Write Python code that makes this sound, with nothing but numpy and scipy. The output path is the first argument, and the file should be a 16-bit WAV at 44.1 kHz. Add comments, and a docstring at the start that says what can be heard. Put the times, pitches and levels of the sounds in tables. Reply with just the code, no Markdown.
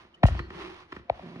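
"""A small tiled room: a flat mop is worked in the wringer slot of a plastic bucket, heard from the handle.
The head bumps home and rattles; the blows run up the pole as bending waves and set the bucket ringing.
Water spits, and the wet pad squeaks and swishes up through the scraper as its fibres snag.
The head clacks free, knocks once more and starts to judder back down, sticking and slipping."""
import sys
import numpy as np
from scipy import signal
from scipy.fft import rfft, irfft, next_fast_len
from scipy.io import wavfile

SR = 44100
rng = np.random.default_rng(int(sys.argv[2]) if len(sys.argv) > 2 else 0)


def unload_wav(signal):
    """Save mono or channel-first audio to the path in sys.argv[1] as 16-bit WAV at rate SR, clipped to [-1, 1]."""
    wavfile.write(
        sys.argv[1],
        SR,
        np.round(np.clip(np.atleast_2d(signal).T, -1, 1) * 32767).astype(np.int16),
    )


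N = 61739
T = np.arange(N) / SR
POLE_PAN_DB, HEAD_PAN_DB = 0.8, -1.1

# Head-on-wringer contacts. Each row: start in seconds, then thud, knock, clack and boom gains in dB.
CONTACTS = [(0.0480, -24, -17.5, -26, -10), (0.2320, 42.5, 26.5, 1, 15.5), (0.2348, 12, 14.5, 9.5, -1.5),
            (0.2526, 18.5, 18.5, -1.5, 6), (0.2833, -9, 11.5, -4.5, -6), (0.3056, 9, -5, -22, -4),
            (0.3484, 15.5, -0.5, -29, -8.5), (0.3917, 5, -11, 0, 0.5), (0.3973, 15, -8, -8.5, 13.5),
            (0.5037, -10, -34, -8.5, 1), (0.9220, -6, -13, -6.5, 4), (0.9249, -11, -41, -5.5, 6),
            (0.9642, -3.5, -19, -8.5, 6.5), (0.9940, 0, -37.5, -23, -4), (1.0974, 13.5, 25, -8, 4.5),
            (1.1930, -16, 1, -25, -24), (1.2225, -16, -10, -27, -21), (1.3570, -6.5, -13, -18, 3)]
CONTACT_S, THUD_DB, KNOCK_DB, CLACK_DB, BOOM_DB = np.transpose(CONTACTS)
# Pole spectra. Each row: frequency in Hz, gain in dB.
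THUD_SPECTRUM = [(12, -45), (30, -29), (48, 0), (68, -1.5), (115, 0.5), (170, -7), (250, -10), (330, -18.5),
                 (450, -24.5), (900, -50), (3000, -92.5)]
KNOCK_SPECTRUM = [(60, -57), (200, -33.5), (440, -18.5), (530, -2), (700, 3), (850, -4.5), (990, -12),
                  (1130, -26.5), (1550, -26), (1900, -34), (2300, -14), (2800, -30), (4000, -30),
                  (6000, -58.5), (8000, -78), (16000, -94)]
# Thud phase skew. Each row: frequency in Hz, left-side lag in radians.
THUD_SKEW = [(10, 0), (60, .1), (100, .3), (180, 0.26), (290, 1.12), (500, 0.24)]


def pole_knocks():
    """Each blow runs up the pole as a deep thud and a hollow knock."""
    thud = bend(colour(blows(THUD_DB), THUD_SPECTRUM)[0], delay_s=0.013215, power=0.793)
    thud_left = through(thud, lambda hz: np.exp(-1j * read(THUD_SKEW, hz)))
    knock = through(blows(KNOCK_DB), lambda hz: amp(read(KNOCK_SPECTRUM, hz)))
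    return pan(POLE_PAN_DB) * np.array([thud_left, thud]) + pan(1.3) * bend(knock, delay_s=.017)


# Head clack and bucket boom spectra. Each row: frequency in Hz, gain in dB.
CLACK_SPECTRUM = [(60, -38), (250, -18), (460, -7), (800, -8.5), (1120, 2.5), (1350, 8), (1700, 1),
                  (2400, -3), (3300, -6.5), (5000, -21.5), (7000, -34), (11000, -45), (16000, -67.5)]
BOOM_SPECTRUM = [(30, -38.5), (110, -15), (180, -0.5), (270, -4.5), (350, -1.5), (460, -8.5), (800, -28),
                 (3000, -81)]
# Plastic head modes. Each row: frequency in Hz, gain in dB, T60 in seconds.
HEAD_MODES = [(1000, -55, 0.079), (1420, -55, 0.034), (1872, -39.5, 0.038), (2300, -55, .06),
              (2800, -58, 0.12), (3380, -71.5, .12), (3800, -68, .09)]


def head_clacks(t60_s=0.02, rise_s=0.00096, scatter=0.89, delay_s=0.008924):
    """The head hits the wringer: brief chatter, ringing modes and a short boom of the bucket."""
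    t = T[:SR // 10]
    chatter = stereo_noise()[:, :len(t)] * amp(-60 * t / t60_s) * np.minimum(t / rise_s, 1)
    chatter *= scatter / np.linalg.norm(chatter, axis=1, keepdims=True)
    chatter[:, 0] += np.sqrt(1 - scatter ** 2)  # direct click
    hits = bend(blows(CLACK_DB), delay_s)
    clack = colour(signal.fftconvolve(hits[None], chatter, axes=1)[:, :N], CLACK_SPECTRUM)
    ring = signal.fftconvolve(hits, ring_modes(HEAD_MODES, T))[:N]
    boom = colour(bend(blows(BOOM_DB), delay_s), BOOM_SPECTRUM)
    return pan(HEAD_PAN_DB) * (clack + ring + boom)


# Low bucket modes. Each row: frequency in Hz, level in dB, T60 in seconds.
BUCKET_MODES = [(63.48, -20, 0.5), (88.5, -21, 0.37), (137.1, -30, 0.36)]


def bucket_wobble(start_s=.284, rise_s=0.041):
    """The bucket rings on after the heavy bump."""
    t = np.maximum(T - start_s, 0)
    return pan(POLE_PAN_DB) * ring_modes(BUCKET_MODES, t) * np.minimum(t / rise_s, 1)


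# Pad rub and bucket drone envelopes. Each row: time in seconds, level in dB.
RUB_LEVELS = [(0, -52.5), (.1, -67), (.21, -70.5), (.30, -49), (.38, -46), (.44, -59.5), (.485, -60.5),
              (.535, -48.5), (.614, -42), (.708, -47.5), (.77, -51), (.815, -51), (.875, -66),
              (.915, -56.5), (.955, -52.5), (.995, -58), (1.02, -68), (1.08, -70), (1.15, -55),
              (1.18, -54.5), (1.24, -52.5), (1.39, -54)]
DRONE_LEVELS = [(0, -59), (.12, -75), (.23, -65), (.3, -52.5), (.41, -46.5), (.48, -58), (.52, -46),
                (.62, -44), (.73, -48), (.79, -61), (.89, -64), (.94, -50.5), (1.0, -74), (1.05, -74),
                (1.39, -60)]
# Pad and bucket cavity spectra. Each row: frequency in Hz, relative level in dB.
PAD_SPECTRUM = [(100, -14.5), (250, -3.5), (450, -4.5), (600, -4), (1100, 4.5), (1500, -2.5), (2000, -1),
                (2800, -4), (4200, -11), (6000, -19.5), (7500, -33), (11000, -32), (13000, -58),
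                (16000, -56)]
CAVITY_SPECTRUM = [(60, -19.5), (130, -16.5), (190, -7), (260, -37), (320, -2), (352, 2), (390, -4),
                   (460, -19.5), (900, -48.5), (3000, -84)]


def pad_swish(grains_per_s=3000, spread_db=2.5, grain_share=.5):
    """Wet fibres snag on the scraper in tiny grains; the bucket drones under them."""
    grains = rng.standard_normal((2, N)) * amp(spread_db * np.minimum(rng.exponential(1, N), 4))
    grains *= rng.random(N) < grains_per_s / SR
    fibres = grain_share * unit(grains) + (1 - grain_share) * rng.standard_normal((2, N))
    rub = level(RUB_LEVELS) * unit(colour(pair(fibres), PAD_SPECTRUM))
    drone = level(DRONE_LEVELS) * shaped_noise(CAVITY_SPECTRUM)
    return pan(HEAD_PAN_DB) * (rub + drone)


# Judder envelope. Each row: time in seconds, level in dB.
JUDDER_LEVELS = [(1.15, -74), (1.215, -53), (1.24, -42), (1.30, -44.5), (1.345, -47.5), (1.365, -41.5),
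                 (1.39, -45)]
# Spectrum of one slip. Each row: frequency in Hz, relative level in dB.
SLIP_SPECTRUM = [(50, -31), (110, 2.5), (172, 4), (210, 0.5), (250, 13), (300, -7), (360, 1.5), (480, -11),
                 (720, -6.5), (1000, -47), (2000, -31), (6000, -64), (12000, -71)]


def pad_judder(count=90, slip_hz=174.2, jitter=.11, spread_db=3.2):
    """The pad sticks and slips unevenly as it is pushed down."""
    gap, size = rng.standard_normal((count, 2)).T
    slip_s = JUDDER_LEVELS[0][0] + np.cumsum(np.exp(jitter * gap)) / slip_hz
    at = np.round(slip_s * SR).astype(int)
    slips = np.zeros(N)
    slips[at[at < N]] = amp(spread_db * size[at < N])
    body = colour(slips, SLIP_SPECTRUM)[0]
    body = signal.sosfilt(signal.butter(2, 60, "high", fs=SR, output="sos"), body)
    return pan(HEAD_PAN_DB) * level(JUDDER_LEVELS) * body / np.std(body[at[0]:])


# Water bursts. 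Each row: start in seconds, level in dB, T60 in seconds.
SPITS = [(0.144, -59, 0.049), (0.263, -35.5, 0.11)]
# Spray spectrum. Each row: frequency in Hz, relative level in dB.
SPIT_SPECTRUM = [(300, -3), (1500, -21), (2500, 5), (2850, 15), (3300, 4.5), (4100, 6), (6000, 1),
                 (8000, -7.5), (11000, -10), (13000, -28), (15500, -21)]


def water_spits(rise_s=.002):
    """The scraper spits short bright bursts of water and air."""
    envelope = np.zeros(N)
    for start_s, db, t60_s in SPITS:
        t = np.maximum(T - start_s, 0)
        envelope += np.minimum(t / rise_s, 1) * amp(db - 60 * t / t60_s)
    return envelope * shaped_noise(SPIT_SPECTRUM)


# Wet squeaks. Each row: start in seconds, length in seconds, pitch in Hz, level in dB.
SQUEAKS = [(0.141, 0.018, 3050, -50), (0.166, 0.03, 1900, -66.5), (0.362, .13, 4330, -57)]


def pad_squeaks(waver_depth=.035, waver_band_hz=247):
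    """Wet cloth on plastic gives thin wavering whistles."""
    out = np.zeros((2, N))
    for start_s, length_s, hz, db in SQUEAKS:
        waver = unit(through(rng.standard_normal(N), lambda f: np.exp(-(f / waver_band_hz) ** 2)))
        arch = np.sin(np.pi * np.clip((T - start_s) / length_s, 0, 1) ** 0.48)
        cycles = np.cumsum(hz * (1 + waver_depth * waver)) / SR
        out += amp(db) * arch * np.sin(2 * np.pi * (cycles + rng.random((2, 1))))
    return out


# Handle rumble envelope. Each row: time in seconds, level in dB.
RUMBLE_LEVELS = [(0, -62.5), (.16, -77), (.45, -54), (.56, -49), (.68, -63), (.81, -58.5), (.89, -69),
                 (1.0, -56.5), (1.07, -69), (1.18, -54), (1.28, -64), (1.39, -72)]
# Rumble spectrum. Each row: frequency in Hz, relative level in dB.
RUMBLE_SPECTRUM = [(15, -33), (45, -16), (72, -0.5), (120, -13), (200, -17), (500, -58), (2000, -100.5)]


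def handle_rumble():
    """The handle rumbles as it is moved."""
    return pan(POLE_PAN_DB) * level(RUMBLE_LEVELS) * shaped_noise(RUMBLE_SPECTRUM)


# Room decay. Each row: frequency in Hz, T60 in seconds.
ROOM_T60 = [(100, 0.54), (400, 0.74), (1500, 0.43), (4000, 0.73), (12000, 0.27)]


def tiled_room(x, rise_s=0.019):
    """Dense reflections off the tiles, each band dying at its own rate."""
    hz, t, bands = signal.stft(stereo_noise(), SR, nperseg=256)
    bands = bands * amp(-60 * t / read(ROOM_T60, hz)[:, None])
    tail = signal.istft(bands, SR, nperseg=256)[1][:, :N] * np.minimum(T / rise_s, 1)
    tail = colour(tail, [(100, 0.89), (3000, -0.3), (12000, -0.56)])
    return signal.fftconvolve(x, tail / np.linalg.norm(tail[0]), axes=1)[:, :N]


# Background spectrum. Each row: frequency in Hz, relative level in dB.
BACKGROUND_SPECTRUM = [(20, -10), (65, -10), (110, -18.5), (180, 2), (300, -5.5), (1000, -9), (4000, -23),
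                       (8000, -52), (16000, -59.5)]


def background(level_db=-65):
    """Faint, steady low noise."""
    return amp(level_db) * shaped_noise(BACKGROUND_SPECTRUM)


# Stereo image. Each row: frequency in Hz, left-right coherence from 0 to 1.
COHERENCE = [(100, .99), (300, 1), (550, 0.34), (1000, 0.37), (2600, 0.56), (8000, 0.13)]


def pair(x):
    """Makes two unrelated signals alike in the bass, loosely alike in the treble."""
    shared = through(x[0], lambda hz: read(COHERENCE, hz))
    separate = through(x[1], lambda hz: np.sqrt(1 - read(COHERENCE, hz) ** 2))
    return np.array([x[0], shared + separate])


def stereo_noise():
    return pair(rng.standard_normal((2, N)))


def shaped_noise(spectrum):
    return unit(colour(stereo_noise(), spectrum))


def blows(db):
    """One click per contact."""
    out = np.zeros(N)
    out[np.round(CONTACT_S * SR).astype(int)] = amp(db)
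    return out


def bend(x, delay_s, power=.8):
    """Bending waves spread a click into a falling chirp; delay_s is the lag at 100 Hz."""
    def response(hz):
        lag_s = delay_s * (100 / np.maximum(hz, 45)) ** power
        return np.exp(-2j * np.pi * np.cumsum(lag_s) * hz[1])
    return through(x, response)


def ring_modes(modes, t):
    return sum(amp(db - 60 * t / t60_s) * np.sin(2 * np.pi * hz * t) for hz, db, t60_s in modes)


def amp(db):
    return 10 ** (np.asarray(db) / 20)


def unit(x):
    """Scales to RMS 1."""
    return x / np.sqrt(np.mean(x ** 2) + 1e-20)


def pan(left_db):
    return amp([[left_db], [-left_db]])


def read(points, hz):
    """Interpolates on a log-frequency axis."""
    f, value = np.transpose(points)
    return np.interp(np.log(hz + 1), np.log(f), value)


def level(points):
    """Gain over time from (s, dB) points."""
    return amp(np.interp(T, *np.transpose(points)))


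def through(x, response):
    """Filters by a complex function of frequency."""
    size = next_fast_len(2 * N)
    return irfft(rfft(x, size) * response(np.fft.rfftfreq(size, 1 / SR)), size)[..., :N]


def colour(x, spectrum, size=8192):
    """Minimum-phase filter from (Hz, dB) points."""
    log_gain = np.log(amp(read(spectrum, abs(np.fft.fftfreq(size, 1 / SR)))))
    taps = np.fft.ifft(np.exp(np.conj(signal.hilbert(log_gain)))).real[:size // 2]
    return signal.fftconvolve(np.atleast_2d(x), taps[None], axes=1)[:, :N]


def scene(left_lag_s=.00015):
    """Mop, bucket and room; the mix reaches the right side just before the left."""
    pole, head, water = pole_knocks(), head_clacks(), water_spits() + pad_squeaks()
    room = tiled_room(amp(-24) * pole + amp(-14) * head + amp(-14.5) * water) + background()
    mop = pole + head + water + bucket_wobble() + pad_swish() + pad_judder() + handle_rumble()
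    left, right = mop + room
    return np.array([through(left, lambda hz: np.exp(-2j * np.pi * hz * left_lag_s)), right])


def record(dry):
    """Low-pass at 15.8 kHz."""
    taps = signal.firwin(511, 15800, window=("kaiser", 9), fs=SR)
    return signal.oaconvolve(dry, taps[None], "same")


dry = scene()
out = record(dry)
unload_wav(out)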